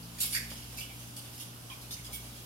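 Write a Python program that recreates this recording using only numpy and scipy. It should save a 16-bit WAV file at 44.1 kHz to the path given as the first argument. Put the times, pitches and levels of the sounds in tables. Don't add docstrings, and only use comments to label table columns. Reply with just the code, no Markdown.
import sys
import numpy as np
from scipy import signal
from scipy.fft import rfft, irfft, next_fast_len
from scipy.io import wavfile
from scipy.ndimage import map_coordinates

SR = 44100
rng = np.random.default_rng(int(sys.argv[2]) if len(sys.argv) > 2 else 0)


def to_wav(sig):
    pcm = np.clip(np.atleast_2d(sig), -1, 1) * 32767
    pcm = np.round(pcm).astype(np.int16)
    wavfile.write(sys.argv[1], SR, pcm.T)


N = 108045
TOP_HZ = 15850


def amp(db):
    return 10 ** (np.asarray(db) / 20)


def unit(x):
    return x / np.sqrt(np.mean(x ** 2) + 1e-20)


def burst(x, db):
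    return x * amp(db) * np.sqrt(SR / 20 / np.sum(x ** 2))


def along(points, hz):
    freqs, values = np.transpose(points)
    return np.interp(np.log(hz + 1), np.log(freqs + 1), values)


def curves(rows):
    times, *columns = np.transpose(rows)
    return [np.interp(np.arange(N) / SR, times, column) for column in columns]


def wobble(rate):
    return map_coordinates(rng.standard_normal(256), [np.arange(N) * rate / SR], mode="wrap")


def filtered(x, response):
    n = x.shape[-1]
    size = next_fast_len(n + 4096)
    return irfft(rfft(x, size) * response(np.fft.rfftfreq(size, 1 / SR)), size)[..., :n]


def rush(colour_db):
    # frequency in Hz, left-right correlation.
    likeness = [(60, 0.89), (130, 0.85), (240, 0.84), (480, 0.57), (950, -0.1), (1900, -0.18),
                (3800, 0.016)]

    def mid_side_gain(hz):
        angle = np.arccos(np.clip(along(likeness, hz), -1, 1)) / 2
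        return amp(colour_db(hz)) * [np.cos(angle), np.sin(angle)]

    mid, side = filtered(rng.standard_normal((2, N)), mid_side_gain)
    return unit(np.array([mid + side, mid - side]))


def hum(motor_hz=57.97, mains_hz=119.7, mains_db=-52, air_db=-53.5, waver_db=1.5, left_db=.6):
    # time in seconds, levels in dB of the motor's first, third and fourth orders.
    motor_levels = [(0, -61, -56, -59), (.2, -57, -56, -58), (.48, -51, -55, -58), (.65, -54.5, -64, -61),
                    (.9, -55, -63, -61), (1.1, -66, -65, -65), (1.3, -66, -65, -63), (1.6, -64, -66, -66),
                    (1.85, -57.5, -69, -64), (2.15, -52, -67, -63), (2.45, -62, -68, -65)]
    # frequency in Hz, relative density of the rush in dB.
    air_colour = [(20, -14), (42, -10), (60, -2), (95, 1), (150, -4), (200, -2), (270, -6), (340, -7.8),
                  (480, -11.3), (800, -10), (1300, -12.5), (2000, -22), (4000, -41)]
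    t = np.arange(N) / SR

    def tone(hz, drift_rad=.14):
        return np.sqrt(2) * np.sin(2 * np.pi * (hz * t + rng.random()) + drift_rad * wobble(3.95))

    first_db, third_db, fourth_db = curves(motor_levels)
    tones = amp(first_db) * tone(motor_hz) + amp(mains_db) * tone(mains_hz)
    for order, db in [(3, third_db), (4, fourth_db), (5, -65.5)]:
        tones += amp(db + waver_db * wobble(5.02)) * tone(order * motor_hz)
    air = amp(air_db) * rush(lambda hz: along(air_colour, hz))
    return (tones + air) * amp([[left_db], [-left_db]])


def left_lead(s):
    return .00046 - .00007 * s


def fizz(flutter_db=.5, direct_db=-9, right_db=1.1, low_cut_hz=1500):
    # frequency in Hz, relative density in dB ahead of the low cut.
    colour = [(880, -34), (1500, -2), (1610, -9.5), (2090, -8), (2240, -5.5), (2350, -7), (2890, -1.5),
              (3990, -6), (5290, -4), (5720, -6), (6960, -7.5), (7450, -8), (11600, -3.5), (15500, -12.5)]
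    # time in seconds, level in dB.
    levels = [(0, -51), (.4, -48.5), (.6, -49), (1.05, -50), (1.3, -49.5), (1.6, -51.5), (2, -50.5),
              (2.4, -50)]
    level_db, = curves(levels)
    colour_db = lambda hz: along(colour, hz) - 10 * np.log10(1 + (low_cut_hz / (hz + 1)) ** 6)
    left = unit(filtered(rng.standard_normal(N), lambda hz: amp(colour_db(hz))))
    n = np.arange(N)
    right = map_coordinates(left, [n - SR * left_lead(n / SR)])
    hiss = unit(rush(colour_db) + amp(direct_db) * np.array([left, right]))
    return hiss * amp(level_db + flutter_db * wobble(18)) * amp([[-right_db], [right_db]])


def bubble_or_ping(hz, db, life_s, rise, swell_s=.0013):
    t = np.arange(int(life_s * SR)) / SR
    phase = 2 * np.pi * hz * (t + rise * t * t / (2 * life_s))
    envelope = np.exp(-np.log(100) * t / life_s) * (1 - np.exp(-t / swell_s)) ** 2
    return burst(np.sin(phase) * envelope, db)


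def trickle(count=110, centre_hz=5490, pitch_spread=.5, db=-65, spread_db=3):
    out = np.zeros(N)
    for when, pitch, strength in rng.standard_normal((count, 3)):
        hz = min(centre_hz * np.exp(pitch_spread * pitch), TOP_HZ)
        add(out, when % 1 * N / SR, bubble_or_ping(hz, db + spread_db * strength, life_s=.0028, rise=.14))
    return out


def add(track, s, x):
    part = track[..., max(0, round(s * SR)):][..., :x.shape[-1]]
    part += x[..., :part.shape[-1]]


def room_response(s, direct_db=-5.5, early_db=1.2, early_s=.035, build_s=.004, echoes=40):
    # frequency in Hz, seconds to die away by 60 dB.
    decay_times = [(300, .42), (2000, .48), (5000, .41), (10000, .37), (15000, .3)]
    hz, t, spectra = signal.stft(rng.standard_normal((2, SR // 2)), SR, nperseg=256)
    tail = signal.istft(spectra * amp(-60 * t / along(decay_times, hz)[:, None]), SR)[1]
    tail *= 1 - np.exp(-np.arange(tail.shape[1]) / SR / build_s)
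    tail /= np.linalg.norm(tail[0])
    for mic, lag in zip(tail, (0, left_lead(s))):
        mic[round(lag * SR)] += amp(direct_db)
        arrivals = (rng.random(echoes) ** 1.3 * early_s * SR).astype(int)
        mic[arrivals] += amp(early_db) * np.sign(rng.standard_normal(echoes)) / np.sqrt(echoes)
    return tail


def room(x, s, right_db=1.56):
    wet = signal.fftconvolve(x[None], room_response(s), axes=1)
    wet *= np.linalg.norm(x) / np.linalg.norm(wet, axis=1, keepdims=True)
    return wet * amp([[-right_db], [right_db]])


def clicks(length_s, per_s=2500, spread_db=4):
    t = np.arange(SR // 5) / SR
    hits = rng.random(len(t)) < per_s / SR
    signs = np.sign(rng.standard_normal(len(t)))
    strengths = amp(spread_db * rng.standard_normal(len(t)))
    envelope = np.sqrt(t / length_s) * np.exp(-np.e * t / length_s)
    return np.pad(hits * signs * strengths * envelope, (32, 0))


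def spatter(db, tilt_db, length_s, peak_db=3, peak_width_hz=170):
    # frequency in Hz, relative density in dB.
    spray = [(300, -28), (1400, -20), (2000, -15.5), (2800, -7.5), (3700, -4), (4200, -8.5), (4900, -2),
             (6000, -5.5), (6600, -6.5), (7200, -4), (7900, -8), (9200, 1.5), (10300, -6), (11700, -1),
             (13000, -5), (15500, -10.5)]
    knots = rng.standard_normal(256)

    def colour(hz):
        ragged_db = peak_db * map_coordinates(knots, [hz / peak_width_hz], mode="wrap")
        slope_db = tilt_db * np.log2(np.maximum(hz, 2000) / 2000)
        return amp(along(spray, hz) + slope_db + ragged_db)

    return burst(filtered(clicks(length_s), colour), db)


def drips():
    # start in seconds, level in dB, treble tilt in dB per octave, length in seconds.
    spatters = [(.181, -43, -2, 0.027), (.199, -32, 1.2, .02), (0.228, -36.5, -1.8, 0.042),
                (0.297, -45, 0.5, 0.013), (0.323, -34.5, -.3, .02), (0.349, -36.5, -1, 0.004),
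                (0.5, -47.5, -2, .01), (.555, -50, -6, 0.024), (.63, -56, -6, .03),
                (0.721, -52.5, -3.5, 0.017), (.77, -41.7, .6, .022), (.806, -50, -3, .025),
                (.99, -54, -5, .03), (1.068, -54, 0, 0.014), (1.164, -45, 0, .004), (1.24, -56, -9, .02),
                (1.329, -52, -0.5, .02), (1.378, -51, -2, .01), (1.398, -45, -.5, .012),
                (1.697, -54.5, -6, .02), (1.81, -53, -3, 0.018), (1.907, -44.5, -2.2, 0.008),
                (2.044, -48.5, -3, 0.013), (2.121, -47.5, -1.5, .01), (2.133, -43.5, 4, .01),
                (2.23, -56, -5, .03), (2.35, -56, -4, .02)]
    # start in seconds, starting pitch in Hz, level in dB, life in seconds,
    # rise over that life as a share of the pitch.
    bubbles_and_pings = [(.202, 11570, -35.5, .03, .005), (.202, 10930, -37.5, .025, .01),
                         (.212, 4200, -45.5, .012, .2), (.208, 13190, -41, .025, .01),
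                         (.206, 3600, -45, .013, .3), (.203, 7150, -41.5, .016, .06),
                         (.245, 13930, -46, .05, .005), (.298, 10650, -43, .055, .06),
                         (.205, 2550, -51, .008, .3), (.23, 4900, -48, .03, .06),
                         (.328, 4470, -41, .012, .09), (.331, 2150, -45, .014, .45),
                         (.347, 1500, -40, .011, .65), (.348, 4450, -40, .008, .18),
                         (.349, 1900, -39, .008, .6), (.349, 5030, -44, .014, .15),
                         (.353, 1780, -46, .025, .25), (.502, 4850, -54, .015, .2),
                         (.503, 9600, -54, .03, .03), (.332, 11560, -43, .025, .01),
                         (.514, 690, -60.5, .006, .86), (.502, 2500, -54.5, .0122, .79),
                         (.776, 2620, -47.5, .028, .04), (.783, 2290, -49.5, .016, .1),
                         (.81, 2820, -47.5, .02, .2), (.806, 3150, -52, .008, .15),
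                         (.777, 4780, -52, .018, .12), (.893, 2150, -55, .02, .3),
                         (1.165, 4250, -54, .012, .35), (1.165, 8450, -54.5, .012, .15),
                         (1.401, 9900, -51, .025, .015), (1.398, 2750, -55.5, .012, .6),
                         (1.698, 1020, -53.5, .018, .2), (1.703, 2270, -52, .015, .25),
                         (1.7, 3020, -50, .01, .2), (1.91, 4150, -52, .01, .08),
                         (1.909, 4920, -49.5, .02, .005), (1.918, 6130, -47.5, .022, .005),
                         (1.91, 9220, -50, .025, .005), (1.911, 9880, -52, .018, .005),
                         (1.909, 11700, -49, .025, .005), (1.912, 13610, -55, .02, .005),
                         (2.046, 4950, -57, .02, .04), (2.047, 3300, -57, .015, .08),
                         (2.125, 2260, -51, .04, .012), (2.128, 3285, -49.3, .04, .012),
                         (2.126, 9200, -50, .03, .015), (2.132, 13950, -48, .03, .005),
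                         (2.133, 9840, -54, .02, .005), (2.133, 12100, -55, .025, .02),
                         (2.355, 3290, -59, .04, .01)]
    out = np.zeros((2, N))
    for s, *drop in spatters:
        add(out, s, room(spatter(*drop), s))
    for s, *ring in bubbles_and_pings:
        add(out, s, room(bubble_or_ping(*ring), s))
    return out


def scuffs():
    # start in seconds, level in dB, length in seconds.
    knocks = [(.245, -62, .008), (.516, -58, .002), (.725, -59, .07), (1.26, -62, 0.076), (1.77, -63, .08),
              (2.086, -57.5, .04), (2.22, -61.5, .08)]
    # frequency in Hz, relative density in dB.
    body = [(150, -22), (350, -3), (700, -0.5), (1100, -3.5), (2000, -15), (5000, -38)]
    out = np.zeros(N)
    for s, db, length_s in knocks:
        knock = filtered(clicks(length_s), lambda hz: amp(along(body, hz)))
        add(out, s, burst(knock, db))
    return out


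def scene(scuff_wet_db=-8):
    near = scuffs()
    background = hum() + fizz()
    far = room(trickle() + amp(scuff_wet_db) * near, s=N / SR / 2)[:, :N]
    return background + near + far + drips()


def record(dry):
    return filtered(dry, lambda hz: hz < TOP_HZ)


dry = scene()
out = record(dry)
to_wav(out)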